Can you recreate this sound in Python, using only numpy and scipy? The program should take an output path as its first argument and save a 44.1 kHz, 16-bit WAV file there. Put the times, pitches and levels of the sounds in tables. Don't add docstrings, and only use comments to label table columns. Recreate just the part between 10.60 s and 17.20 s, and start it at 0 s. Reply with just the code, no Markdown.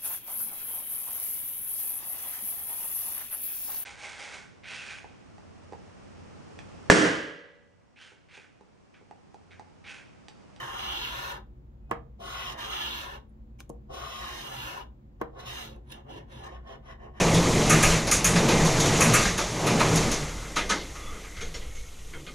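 import sys
import numpy as np
from scipy import signal
from scipy.fft import rfft, irfft
from scipy.io import wavfile
from scipy.ndimage import uniform_filter1d

SR = 44100
rng = np.random.default_rng(int(sys.argv[2]) if len(sys.argv) > 2 else 0)


def elevation(decibels):
    levels = np.asarray(decibels, float)
    return 10 ** (levels / 20)


def generate_wav(sig):
    pcm = np.round(np.clip(np.atleast_2d(sig).T, -1, 1) * 32767).astype(np.int16)
    wavfile.write(sys.argv[1], SR, pcm)


N = 291060

# (frequency [Hz], density [dB per Hz])
RUMBLE_SPECTRUM = [(12, -53), (20, -27), (32, -21.5), (43, -0.5), (65, 4.5), (74, -13), (86, -10.5),
                   (117, -10), (138, -6), (156, -19.5), (226, -10.5), (258, -20), (295, -18.5),
                   (323, -23.5), (700, -43.5), (910, -72.5), (1540, -120)]
RUMBLE_DB = -50
# (frequency [Hz], density [dB per Hz])
HISS_SPECTRUM = [(290, -26), (500, 2), (640, -5), (819, -5.5), (1480, -15.5), (3980, -27.5), (5880, -33.5),
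                 (7420, -31), (8450, -44.5), (16000, -32.5)]
HISS_DB = -69
# (frequency [Hz], likeness [-1 to 1])
LIKENESS = [(20, .995), (130, .985), (290, .7), (640, -.3), (1400, -.4), (3100, -.1), (7000, 0)]
# (frequency [Hz], width [Hz], level [dB rms])
ROOM_MODES = [(31, 11, -64.5), (59.5, 6.6, -59), (219.25, 6.5, -64.5), (290.7, 13, -75),
              (357.3, 7.4, -69.5), (448, 6.3, -86.5)]
# (time [s], level [dB])
LEANS = [(0, -44), (.7, -44.5), (.92, -46), (1.32, -44.5), (1.89, -45.5), (3.99, -43.5), (4.61, -44),
         (4.869, -44), (5.18, -48), (5.59, -39.5), (5.78, -43.5)]
REST_DB, LEAN_DB_PER_S = -55, 121
# (frequency [Hz], t60 [s])
ROOM_T60 = [(150, 0.27), (400, 0.37), (1040, 0.24), (2760, 0.2), (3600, 0.23), (4500, 0.18), (7280, 0.16)]
# (frequency [Hz], width [Hz], depth [0-1])
PHONE_DIPS = [(2060, 59, 0.05), (2530, 5.8, 1), (8290, 170, 0.2), (10740, 860, 0.45), (13600, 550, 0.16)]
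# (frequency [Hz], width [dB], left-right [dB])
PORTS = [(117.8, -19, 0.5), (296, -3, 8), (738, 1.5, -6.5), (1290, -2, -1), (3000, 1, -1.5), (9050, 3.5, 0)]

# (time [s], blow [dB], contact time [ms], left lag [ms])
KNOCKS = [
    (1.3117, -23, 0.16, 0.25),
    (3.0962, -35, 0.36, 0.29),
    (4.613, -26.5, 0.18, 0.21),
]
# (frequency [Hz], level [dB], t60 [s])
WOOD_MODES = [(131, -2.5, 0.088), (202, -5.5, 0.13), (337, -2.5, 0.028), (469, -8.5, 0.15),
              (558, 2.5, 0.011), (790, -11.5, 0.045), (1053, 2, 0.022), (1204, 0.5, 0.023),
              (1544, -18, 0.029), (1760, -5.5, 0.024), (1850, -9.5, 0.02), (2850, 1.5, 0.037),
              (3210, 3.5, 0.027), (3520, -23, .04)]

STEEL_HZ, STEEL_WIDTH_HZ = 9910, 69
TICK_S = (1.3113, 1.314, 2.692, 2.991, 3.004, 3.004, 3.0043, 3.0943, 3.096, 3.1003, 4.6137, 4.6158, 5.163,
          5.304, 5.321, 5.846, 5.85, 5.859, 5.872, 6.394)
# (peak [dB], frequency [Hz], width [Hz], left-right [dB])
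TICKS = [(-36, 8000, 5100, -4.5), (-44, 12800, 6700, 10), (-76, STEEL_HZ, 80, -11), (-55, 2300, 180, -2),
         (-33, 4700, 5600, 0), (-46, 2270, 300, 7), (-44.5, 1540, 340, 5), (-41, 8100, 5000, 6),
         (-61, 2500, 3000, -3), (-45, 7100, 4000, -10), (-44.5, 6300, 2900, 1), (-42, 12400, 5600, -9),
         (-61, 10400, 3000, -10), (-46, 3500, 1100, 3), (-41, 6400, 5000, 3), (-51, 7500, 2500, 3),
         (-72, 12500, 2000, -1), (-55, 6800, 2000, 2), (-54, 5900, 2800, 0), (-63, 830, 500, 3)]

# (time [s], pressure of the edge [dB], bite into the coating [dB])
STROKES = [
    [(-.12, -41, -51.5), (.16, -41.5, -50), (.19, -42.5, -42), (.46, -41.5, -40.5), (.53, -39.5, -48),
     (.6, -40.5, -46), (.7, -39, -47), (.77, -45, -62)],
    [(1.603, -66, -60), (1.67, -47, -49.5), (1.79, -43, -44), (1.92, -42.5, -44.5), (2.04, -41, -42.5),
     (2.16, -41.5, -38.5), (2.4, -42.5, -43.5), (2.47, -43.5, -54.5), (2.56, -46, -59.5)],
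    [(3.305, -64, -65), (3.34, -58, -52), (3.43, -43.5, -52), (3.6, -49, -47), (3.63, -42.5, -47),
     (3.8, -49.5, -44), (3.9, -47, -48.5), (4.05, -40, -46.5), (4.21, -47, -58)],
    [(4.74, -76, -79), (4.765, -55, -74), (4.8, -51, -54), (4.9, -47.5, -45), (5.02, -49, -45),
     (5.07, -54, -54), (5.16, -65.5, -74)],
]
STROKE_DUST_DB = (0, 0, 1, 1)
# (extra boom [dB], landing speed share [0-1])
STROKE_LANDING = [(-3.5, 1), (0.5, 1), (1.5, 0.76), (-3, 0.46)]
LAND_DB_PER_S, LIFT_DB_PER_S = 1502, 558
# (time [s], half length [s], loss [dB])
STALLS = [
    (0.17, 0.0085, 0),
    (1.957, 0.033, 5),
    (2.089, 0.029, 1.5),
    (3.845, 0.044, 0.5),
    (4.834, 0.029, 3),
]
STALL_STEEPNESS, STALL_BITE = 1.6, 3.6
# (start [s], end [s], rasp [dB], bite [dB])
FAINT_RASPS = [
    (1.294, 1.33, -64.5, -87),
    (2.986, 3.016, -73, -75),
    (2.996, 3.011, -68, -65),
    (4.599, 4.626, -64, -86),
]

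# (full from [s], full until [s], pressure [dB], bite [dB], singing of the steel [dB])
RUBS = [
    (5.313, 5.33, -53.5, -59.5, -64),
    (5.506, 5.586, -52.5, -60.5, -80),
    (5.724, 5.958, -52.5, -59.5, -76),
    (6.082, 6.133, -53.5, -63.5, -102),
    (6.267, 6.326, -56.5, -66.5, -84),
    (6.422, 6.466, -56.5, -73.5, -100),
    (6.575, 6.65, -55.5, -65.5, -86),
]
RUB_RISE_DB_PER_S, RUB_FALL_DB_PER_S, RUB_TRAIL_DB_PER_S = 299, 259, 83
RUB_BITE, RUB_DUST_DB, RUB_DULL_DB_PER_S = 1.8, -0.5, 42
STEEL_SAG_DB_PER_S = 90
# (time [s], half length [s], gain [dB])
CATCHES = [(5.302, 0.0058, 4), (5.322, 0.0095, 6.5), (5.54, .015, 1), (5.58, 0.018, 3.5),
           (5.745, .03, -1.5), (5.84, 0.015, 5), (5.866, 0.022, 6), (6.126, 0.027, 2), (6.312, 0.031, 3.5),
           (6.4, 0.01, 3.5), (6.446, .03, 2), (5.97, 0.018, -1), (6.155, 0.013, 6.5)]
CATCH_BITE = 1.97
# (frequency [Hz], gain [dB])
LIGHT_COLOUR = [(1080, -0.5), (1310, -7.5), (1850, 3), (2600, 0), (3800, 1), (4600, -1.5), (5300, 2),
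                (7000, 0), (10200, -1), (11000, -13), (13000, -1)]
LIGHT_FROM_S, LIGHT_JUDDER = 5.23, 1.8

BOOM_DB, BOOM_SHARE = -53, 0.078
PUSH_BOOM_DB, PULL_BOOM_DB = 0, 7
BOOM_LEAD_S, BOOM_LAG_S = 0.0034, 0.018
LANDING_DB, LANDING_FADE_DB_PER_S = 8.5, 50
FIZZ_DB, FIZZ_SHARE, FIZZ_KNEE_DB, FIZZ_STARVE = -55, 0.21, -50, 0.91

BANDS_HZ = (150, 700, 2000, 5000, 10500, 14900, 17000)
# (frequency [Hz], density [dB per Hz])
RASP_SPECTRUM = [(90, -28.5), (200, -12), (600, -13), (760, -9.5), (1080, -4), (1750, -10.5), (2200, -13.5),
                 (3200, -11), (4000, -13.5), (4600, -24.5), (6300, -17), (8200, -30), (9700, -24.5),
                 (11000, -28), (12300, -26.5), (15500, -28.5)]
# (time [s], place [0 near end - 1 far end])
PLACE = [(0, 0.3), (.8, 0.99), (1.3, 0.13), (1.7, 0.049), (2.0, 0.35), (2.6, 0.97), (3.25, 0.027),
         (3.8, 0.36), (4.25, 1), (4.65, 0.045), (4.8, 0.063), (5.2, 0.87), (5.45, 0.44), (5.65, 0.92),
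         (5.82, 0.55), (6.0, 0.02), (6.12, 0.071), (6.22, 0.089), (6.31, 0.23), (6.39, 0.26), (6.46, 0.29),
         (6.53, 0.24), (6.6, 0.31)]
# (frequency [Hz], width [Hz], level [dB], node [rad], left-right [dB], left lead [rad])
SHEET_MODES = [(368.7, 20, 8.5, 1.93, 4, -1), (428.6, 11, 7, 3, 3, -1), (787, 34, 5, 1.83, 1.5, 1.5),
               (1542, 256, -13.5, 1.36, 16, 2), (4590, 490, 7.5, 0.3, 1.5, -2.5),
               (5140, 790, 0, 3, -13, -0.5), (7330, 170, -4, 0, -3, 5), (13340, 2100, -2, 2.5, 2, 0),
               (521, 23.7, 10, 2.5, -3.5, -2.5), (1165, 32, -5.5, -0.2, 9, -5.5),
               (1066, 48, 2, -0.87, 18, -1), (1222, 45, 0, 0.58, 26, -3), (1442, 50, -0.5, 2.5, 12.5, 2.5),
               (1729, 148, 7.5, 1.97, -3, 1.65),
               (2330, 44, -9.5, 2.5, -2.5, 13), (2726, 87, 7.5, 1.29, -15, 14.5),
                (2910, 32, 10, 0.58, 13, -3), (3080, 79, -3.5, 0.57, -20, 7.5),
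                (3620, 34.2, 6, -0.044, 6, -0.5), (3800, 104, -15, 2.3, -3, -3),
                (5260, 140, 10.5, -0.15, -6.5, 0), (10850, 3200, -13, 2.15, -7, 0)]
SAG_HZ, SAG_UNDER_HZ = 120, 1200
# (time [s], pitch [Hz])
FLAP_HZ = [(0, 3380), (.2, 3230), (.47, 3100), (.53, 3500), (.62, 3900), (.72, 3730), (.8, 3300),
           (1.6, 3570), (1.85, 3460), (2.05, 3400), (2.15, 3300), (2.25, 3180), (2.42, 3520), (2.6, 3000),
           (3.3, 3450), (3.5, 3500), (3.63, 3800), (3.8, 3650), (3.95, 2870), (4.3, 2850), (4.8, 3800),
           (4.92, 3600), (5.02, 3800), (5.15, 3400), (5.3, 3630), (5.34, 3160), (5.6, 3000), (5.73, 3630),
           (5.8, 3320), (5.87, 4400), (5.95, 3370), (6.12, 3200), (6.3, 3130), (6.45, 2870), (6.6, 3400)]
# (time [s], level [dB])
SEATING = [(0, -0.5), (.2, 1), (.45, 0), (.6, -2.5), (.78, 1), (1.6, 6.5), (1.9, -3.5), (2.1, -4), (2.4, 0),
           (2.6, -6), (3.3, 8), (3.5, 1.5), (3.75, -2), (3.95, -3), (4.25, 3.5), (4.8, -3), (5.15, -7),
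           (5.33, -2.5), (5.55, -2.5), (5.75, -4), (5.89, 1), (6.11, -3), (6.31, 5.5), (6.45, -0.5),
           (6.6, 4)]
TOOL_SEATING = -0.13
# (time [s], flap [dB], grip [dB])
LOOSENESS = [(0, 2, 4.5), (.2, 2.5, -1.5), (.35, -0.5, -2), (.5, 2, 1), (.65, -9, 1.5), (.8, -8, -1.5),
             (1.6, 1, 1), (1.8, -6, 7), (2.0, -2, -3), (2.25, -1, -8), (2.45, -1.5, -0.5), (3.3, -3, -0.5),
             (3.55, -2, 3.5), (3.8, -6, -1), (3.95, -6, -2), (4.1, -2.5, 3.5), (4.25, -5, -2),
             (4.8, 1.5, 1.5), (5.1, -9, 0), (5.33, 1, -5.5), (5.55, 3, 0), (5.75, 1, -2), (5.9, -8, -4),
             (6.1, 2.5, -5), (6.31, -6, 9.5), (6.45, -1, 0), (6.6, -1, 7)]
# (time [s], level [dB])
TIP_FREEDOM = [(0, 3), (.3, -7), (.55, -1.5), (.8, 0), (1.6, 2.5), (1.8, 0.5), (2.05, -2.5), (2.25, -2.5),
               (2.45, -3), (2.6, -3), (3.3, 0.5), (3.55, -1), (3.8, -0.5), (4.0, 2), (4.25, -4), (4.8, -3),
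               (4.95, 0.5), (5.15, -2), (5.33, 2), (5.6, -4), (5.85, -2), (6.6, -4.5)]
SHAFT_UNDER_HZ, TIP_OVER_HZ = 2100, 6000
TOOL_HZ = (1410, 1715, 1990, 2755, 4200, 6300, 8800, 9680, 10080, 12270, 14480)
# (width [Hz], near end [dB], far end [dB], left-right [dB], left lead [rad])
TOOL_MODES = [(39.9, -1.5, -9.5, 7.5, 0.54), (44.8, -3, 10, 1.5, 0.55), (59.3, 1.5, -8.5, 10.5, 0.38),
              (68.6, -2, -4, 3, 0.8), (149, -2.5, -5, 16, 0.68), (90.5, 4.5, -11.5, -0.5, 0.72),
              (496, 7, -12, -2.5, 0.33), (249, -15, 6.5, -8.5, 0.36), (350, 4.5, -7.5, -5.5, .5),
              (170, -9.5, 16, -1, 0.41), (250, 11, 6, 2, .5)]
AIR_NEAR_DB, AIR_FAR_DB = -10.5, 4
HAND_NEAR_HZ, HAND_FAR_HZ, HAND_WIDTH_HZ, HAND_DEPTH = 11700, 10350, 600, 0.53


def evened(x):
    return x / np.sqrt(np.mean(x ** 2) + 1e-20)


def read(points, hz):
    f, value = np.transpose(points)
    return np.interp(np.log(hz + 1), np.log(f + 1), value)


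def curve(rows):
    s, *columns = np.transpose(rows)
    return np.array([np.interp(np.arange(N) / SR, s, c) for c in columns])


def hold_db(start_s, end_s, rise, fall):
    t = np.arange(N) / SR
    return np.minimum(0, np.minimum(rise * (t - start_s), fall * (end_s - t)))


def ring(x, hz, width_hz):
    r = np.exp(-np.pi * width_hz / SR)
    return 2 * signal.lfilter([1 - r], [1, -r * np.exp(2j * np.pi * hz / SR)], x)


def rung_twice(x, hz, width_hz):
    return ring(ring(x, hz, width_hz).real, hz, width_hz)


def pair(z, pan_db, lead_rad):
    left = (z * np.exp(1j * lead_rad)).real
    return np.array([left * elevation(pan_db / 2), z.real * elevation(-pan_db / 2)])


def noise_pair(points):
    hz = np.fft.rfftfreq(N, 1 / SR)
    a, b = rfft(rng.standard_normal((2, N)))
    same = read(LIKENESS, hz)
    other = same * a * np.exp(.3j) + np.sqrt(1 - same ** 2) * b
    return evened(irfft(np.array([a, other]) * elevation(read(points, hz)), N))


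def fractures(per_s, spread_db):
    size = elevation(spread_db * np.minimum(rng.exponential(1, N), 4)) * rng.choice([-1, 1], N)
    return evened(size * (rng.random(N) < per_s / SR))


def leaning_db():
    swells = [db + hold_db(s, s, LEAN_DB_PER_S, LEAN_DB_PER_S) for s, db in LEANS]
    return np.maximum(REST_DB, np.max(swells, axis=0))


def background():
    rumble = elevation(RUMBLE_DB) * noise_pair(RUMBLE_SPECTRUM) * elevation([[.3], [-.3]])
    air = rng.standard_normal(N)
    hum = sum(elevation(db) * evened(rung_twice(air, f, width).real) for f, width, db in ROOM_MODES)
    shake = evened(rung_twice(air, 123.5, 30).real) * elevation(leaning_db() - 4.5)
    hiss = elevation(HISS_DB) * noise_pair(HISS_SPECTRUM)
    return rumble + hum + shake + hiss


def room(x):
    taps = np.zeros((2, SR // 2))
    jitter = rng.integers(0, 20, (2, (SR // 2 - 61) // 20))
    at = np.arange(60, SR // 2 - 20, 20) + jitter
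    np.put_along_axis(taps, at, rng.choice([-1., 1.], at.shape), 1)
    hz, t, z = signal.stft(taps, SR, nperseg=256)
    decay = elevation(-60 * t / read(ROOM_T60, hz)[:, None])
    tail = signal.istft(z * decay, SR, nperseg=256)[1]
    return signal.fftconvolve(x, tail / np.linalg.norm(tail[0]), axes=1)[:, :N]


def near_in_bass(x):
    hz = np.fft.rfftfreq(N, 1 / SR)
    left, right = rfft(x)
    width_db = read([(f, width) for f, width, _ in PORTS], hz)
    lean = elevation(read([(f, lean_db) for f, _, lean_db in PORTS], hz) / 2)
    mid, side = (left + right) / 2, (left - right) / 2 * elevation(width_db)
    return irfft((mid + np.array([side, -side])) * np.array([lean, 1 / lean]), N)


def shadowed(x):
    hz = np.fft.rfftfreq(N, 1 / SR)
    gain = np.ones(len(hz))
    for f, width, depth in PHONE_DIPS:
        gain *= 1 - depth / (1 + (2 * (hz - f) / width) ** 2)
    return irfft(rfft(x) * gain, N)


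def knocks():
    out, t = np.zeros((2, N)), np.arange(11000) / SR
    wood = np.zeros(len(t))
    for k, (f, db, t60) in enumerate(WOOD_MODES):
        wood += (-1) ** k * elevation(db - 60 * t / t60) * np.sin(2 * np.pi * f * t)
    scatter = rng.standard_normal((len(KNOCKS), 2, len(t))) * (1 - np.exp(-t / 0.0024))
    scatter *= elevation(15.0 - 60 * t / 0.032) + elevation(-33.0 - 60 * t / 0.24)
    for (s, db, contact_ms, lag_ms), jumble in zip(KNOCKS, scatter):
        at = int(s * SR)
        late_ms = 1000 * (t[:600] + at / SR - s) - np.array([[lag_ms], [0]])
        v = late_ms / contact_ms - 3
        contact_samples = contact_ms * SR / 1000
        push = -v * np.exp(-v ** 2 / 2) / contact_samples
        push += elevation(-17.5) * np.exp(-(4 * v) ** 2 / 2) / contact_samples
        blow = signal.fftconvolve(push, wood + jumble, axes=1)[:, :len(t)]
        out[:, at:at + len(t)] += elevation(db) * blow
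    return out


def ticks():
    out = np.zeros((2, N))
    bursts = rng.standard_normal((len(TICKS), 1200)) * elevation(-60 * np.arange(1200) / SR / 0.0065)
    for s, (db, f, width, pan_db), burst in zip(TICK_S, TICKS, bursts):
        z = rung_twice(burst, f, width)
        out[:, round(s * SR):][:, :len(z)] += pair(elevation(db) * z / abs(z).max(), pan_db, 0.31)
    return out


def singing_db():
    rubs = []
    for start, end, _, _, db in RUBS:
        sag_db = hold_db(start, start, 2 * RUB_RISE_DB_PER_S, STEEL_SAG_DB_PER_S)
        rubs.append(db + sag_db + hold_db(0, end, 1, 2 * RUB_FALL_DB_PER_S))
    return np.max(rubs, axis=0)


def steel():
    drive = fractures(per_s=3000, spread_db=5.5) * elevation(singing_db())
    return elevation(29.5) * pair(ring(drive, STEEL_HZ, STEEL_WIDTH_HZ), -3.4, 1.0)


def fizz_of(bite_db):
    return FIZZ_DB + FIZZ_SHARE * (bite_db + 43.5) + FIZZ_STARVE * np.minimum(bite_db - FIZZ_KNEE_DB, 0)


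def stroke_contacts():
    t = np.arange(N) / SR
    stall_db = sum(db * np.clip(STALL_STEEPNESS * (1 - abs(t - s) / half), 0, 1) for s, half, db in STALLS)
    for rows, dust_db, (land_db, share) in zip(STROKES, STROKE_DUST_DB, STROKE_LANDING):
        press_db, bite_db = curve(rows) - [stall_db, STALL_BITE * stall_db]
        start, end = rows[0][0], rows[-1][0]
        land_rate = share * LAND_DB_PER_S
        landing_db = LANDING_DB + land_db - LANDING_FADE_DB_PER_S * np.maximum(t - start, 0)
        boom_db = BOOM_DB + BOOM_SHARE * (press_db + 50.0) + np.clip(landing_db, 0, None)
        boom_db += hold_db(start - BOOM_LEAD_S, end + BOOM_LAG_S, land_rate, LIFT_DB_PER_S)
        touch_db = hold_db(start, end, land_rate, LIFT_DB_PER_S)
        fizz_db = fizz_of(bite_db) + dust_db
        yield np.array([boom_db, press_db + touch_db, bite_db + touch_db, fizz_db + touch_db])


def rub_contacts():
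    t = np.arange(N) / SR
    catch_db = sum(db * np.clip(1 - abs(t - s) / half, 0, 1) for s, half, db in CATCHES)
    for k, (start, end, press_db, bite_db, _) in enumerate(RUBS):
        speed_db = hold_db(start, end, RUB_RISE_DB_PER_S, RUB_FALL_DB_PER_S)
        if k == 0:
            trail_db = hold_db(start, end, RUB_RISE_DB_PER_S, RUB_TRAIL_DB_PER_S)
            trail_db += hold_db(0, end + .075, 1, 2 * RUB_FALL_DB_PER_S)
            speed_db = np.maximum(speed_db, trail_db)
        wear_db = CATCH_BITE * catch_db + RUB_BITE * speed_db
        wear_db -= RUB_DULL_DB_PER_S * np.maximum(t - start, 0)
        boom_db = press_db + speed_db + (PULL_BOOM_DB if k % 2 else PUSH_BOOM_DB)
        rasp_db = press_db + speed_db + catch_db
        yield np.array([boom_db, rasp_db, bite_db + wear_db, fizz_of(bite_db) + RUB_DUST_DB + wear_db])


def contact():
    out = np.full((4, N), -120.)
    for levels in (*stroke_contacts(), *rub_contacts()):
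        out = np.maximum(out, levels)
    for start, end, rasp_db, bite_db in FAINT_RASPS:
        levels = np.array([[rasp_db + 8], [rasp_db], [bite_db], [bite_db + 6.0]])
        out = np.maximum(out, levels + hold_db(start, end, 14640, 15000))
    return out


def fracture_drive(place, seat_loose_db):
    hz = np.fft.rfftfreq(N, 1 / SR)
    source = rfft(fractures(per_s=14000, spread_db=1.0)) * elevation(read(RASP_SPECTRUM, hz))
    boom_db, rasp_db, bite_db, fizz_db = contact()
    top_db = fizz_db - 5.5 + 0.39 * np.clip(bite_db + 38.5, -25, 0)
    air_db = top_db - 7.0 + AIR_NEAR_DB + (AIR_FAR_DB - AIR_NEAR_DB) * place
    judder_db = 0.54 * evened(uniform_filter1d(rng.standard_normal(N), size=500))
    judder_db *= np.where(np.arange(N) / SR > LIGHT_FROM_S, LIGHT_JUDDER, 1)
    drive = np.zeros(N)
    levels_db = (boom_db, rasp_db, bite_db, fizz_db - 0.46, top_db, air_db)
    for lo, hi, db in zip(BANDS_HZ, BANDS_HZ[1:], levels_db):
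        mask = 1 / np.sqrt((1 + (lo / (hz + 1)) ** 12) * (1 + (hz / hi) ** 12))
        drive += evened(irfft(source * mask, N)) * elevation(db + judder_db)
    turn = np.exp(2j * np.pi * np.cumsum(curve(FLAP_HZ)[0]) / SR)
    flap = turn * ring(ring(drive / turn, 0, 1200), 0, 1200)
    return drive + elevation(-2.0 + seat_loose_db) * flap.real / 2


def paths(x, place, count, t60, direct):
    t, out = np.arange(2000) / SR, np.zeros((2, N))
    for k in range(count):
        jumble = rng.standard_normal((2, len(t))) * elevation(-60 * t / t60)
        jumble /= np.linalg.norm(jumble, axis=1, keepdims=True)
        jumble[[0, 1], [8, 0]] += direct
        near = np.cos(np.pi / 2 * np.clip(place * (count - 1) - k, -1, 1))
        out += signal.oaconvolve((x * near)[None], jumble / np.hypot(1, direct), axes=1)[:, :N]
    return out


def sheet_ring(drive, place, seat_db, grip_db):
    out = np.zeros((2, N))
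    sag = np.exp(2j * np.pi * np.cumsum(SAG_HZ * (0.35 - place)) / SR)
    for f, width, db, node, pan_db, lead in SHEET_MODES:
        shape = np.cos(node + 1.41 * np.sqrt(f / 1000) * place)
        if 1600 < f < SHAFT_UNDER_HZ:
            shape = shape * elevation(grip_db)
        elif BANDS_HZ[1] < f < BANDS_HZ[2]:
            shape = shape * elevation(seat_db)
        slide = sag if 900 < f < SAG_UNDER_HZ else 1
        out += elevation(db) * pair(slide * ring(drive * shape / slide, f, width), pan_db, lead)
    return out


def tool_ring(drive, place, seat_db, grip_db):
    out, tip_db = np.zeros((2, N)), curve(TIP_FREEDOM)[0]
    for f, (width, near_db, far_db, pan_db, lead) in zip(TOOL_HZ, TOOL_MODES):
        level_db = near_db + (far_db - near_db) * place + TOOL_SEATING * seat_db
        level_db = level_db + grip_db * (f < SHAFT_UNDER_HZ) + tip_db * (f > TIP_OVER_HZ)
        out += pair(ring(drive * elevation(level_db), f, width), pan_db, lead)
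    return out


def lightened(x):
    other = irfft(rfft(x) * elevation(read(LIGHT_COLOUR, np.fft.rfftfreq(N, 1 / SR))), N)
    share = np.clip((np.arange(N) / SR - LIGHT_FROM_S) / .03, 0, 1)
    return x + share * (other - x)


def scrape():
    place, seat_db = curve(PLACE)[0], curve(SEATING)[0]
    loose_db, grip_db = curve(LOOSENESS)
    drive = fracture_drive(place, loose_db)
    out = paths(drive, place, count=7, t60=0.035, direct=0.24)
    out += sheet_ring(drive, place, seat_db, grip_db)
    out += tool_ring(drive, place, seat_db, grip_db)
    hand_hz = HAND_NEAR_HZ + (HAND_FAR_HZ - HAND_NEAR_HZ) * place
    hand = np.exp(2j * np.pi * np.cumsum(hand_hz) / SR)
    out -= HAND_DEPTH * (hand * ring(out / hand, 0, HAND_WIDTH_HZ)).real
    return elevation(-2.0) * lightened(out)


def scene():
    rubbing, blows, flakes = scrape(), knocks(), ticks() + steel()
    wet = room(elevation(-8.0) * rubbing + elevation(-6.5) * blows + elevation(-13) * flakes)
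    return shadowed(near_in_bass(rubbing + blows + flakes + wet)) + background()


def top_cut(x):
    return signal.sosfilt(signal.butter(12, 16520, fs=SR, output="sos"), x)


def record(dry):
    lowpass = signal.firwin(801, 15745, window=("kaiser", 4), fs=SR)
    limited = signal.oaconvolve(dry, lowpass[None], "same")
    return top_cut(limited)


dry = scene()
out = record(dry)
generate_wav(out)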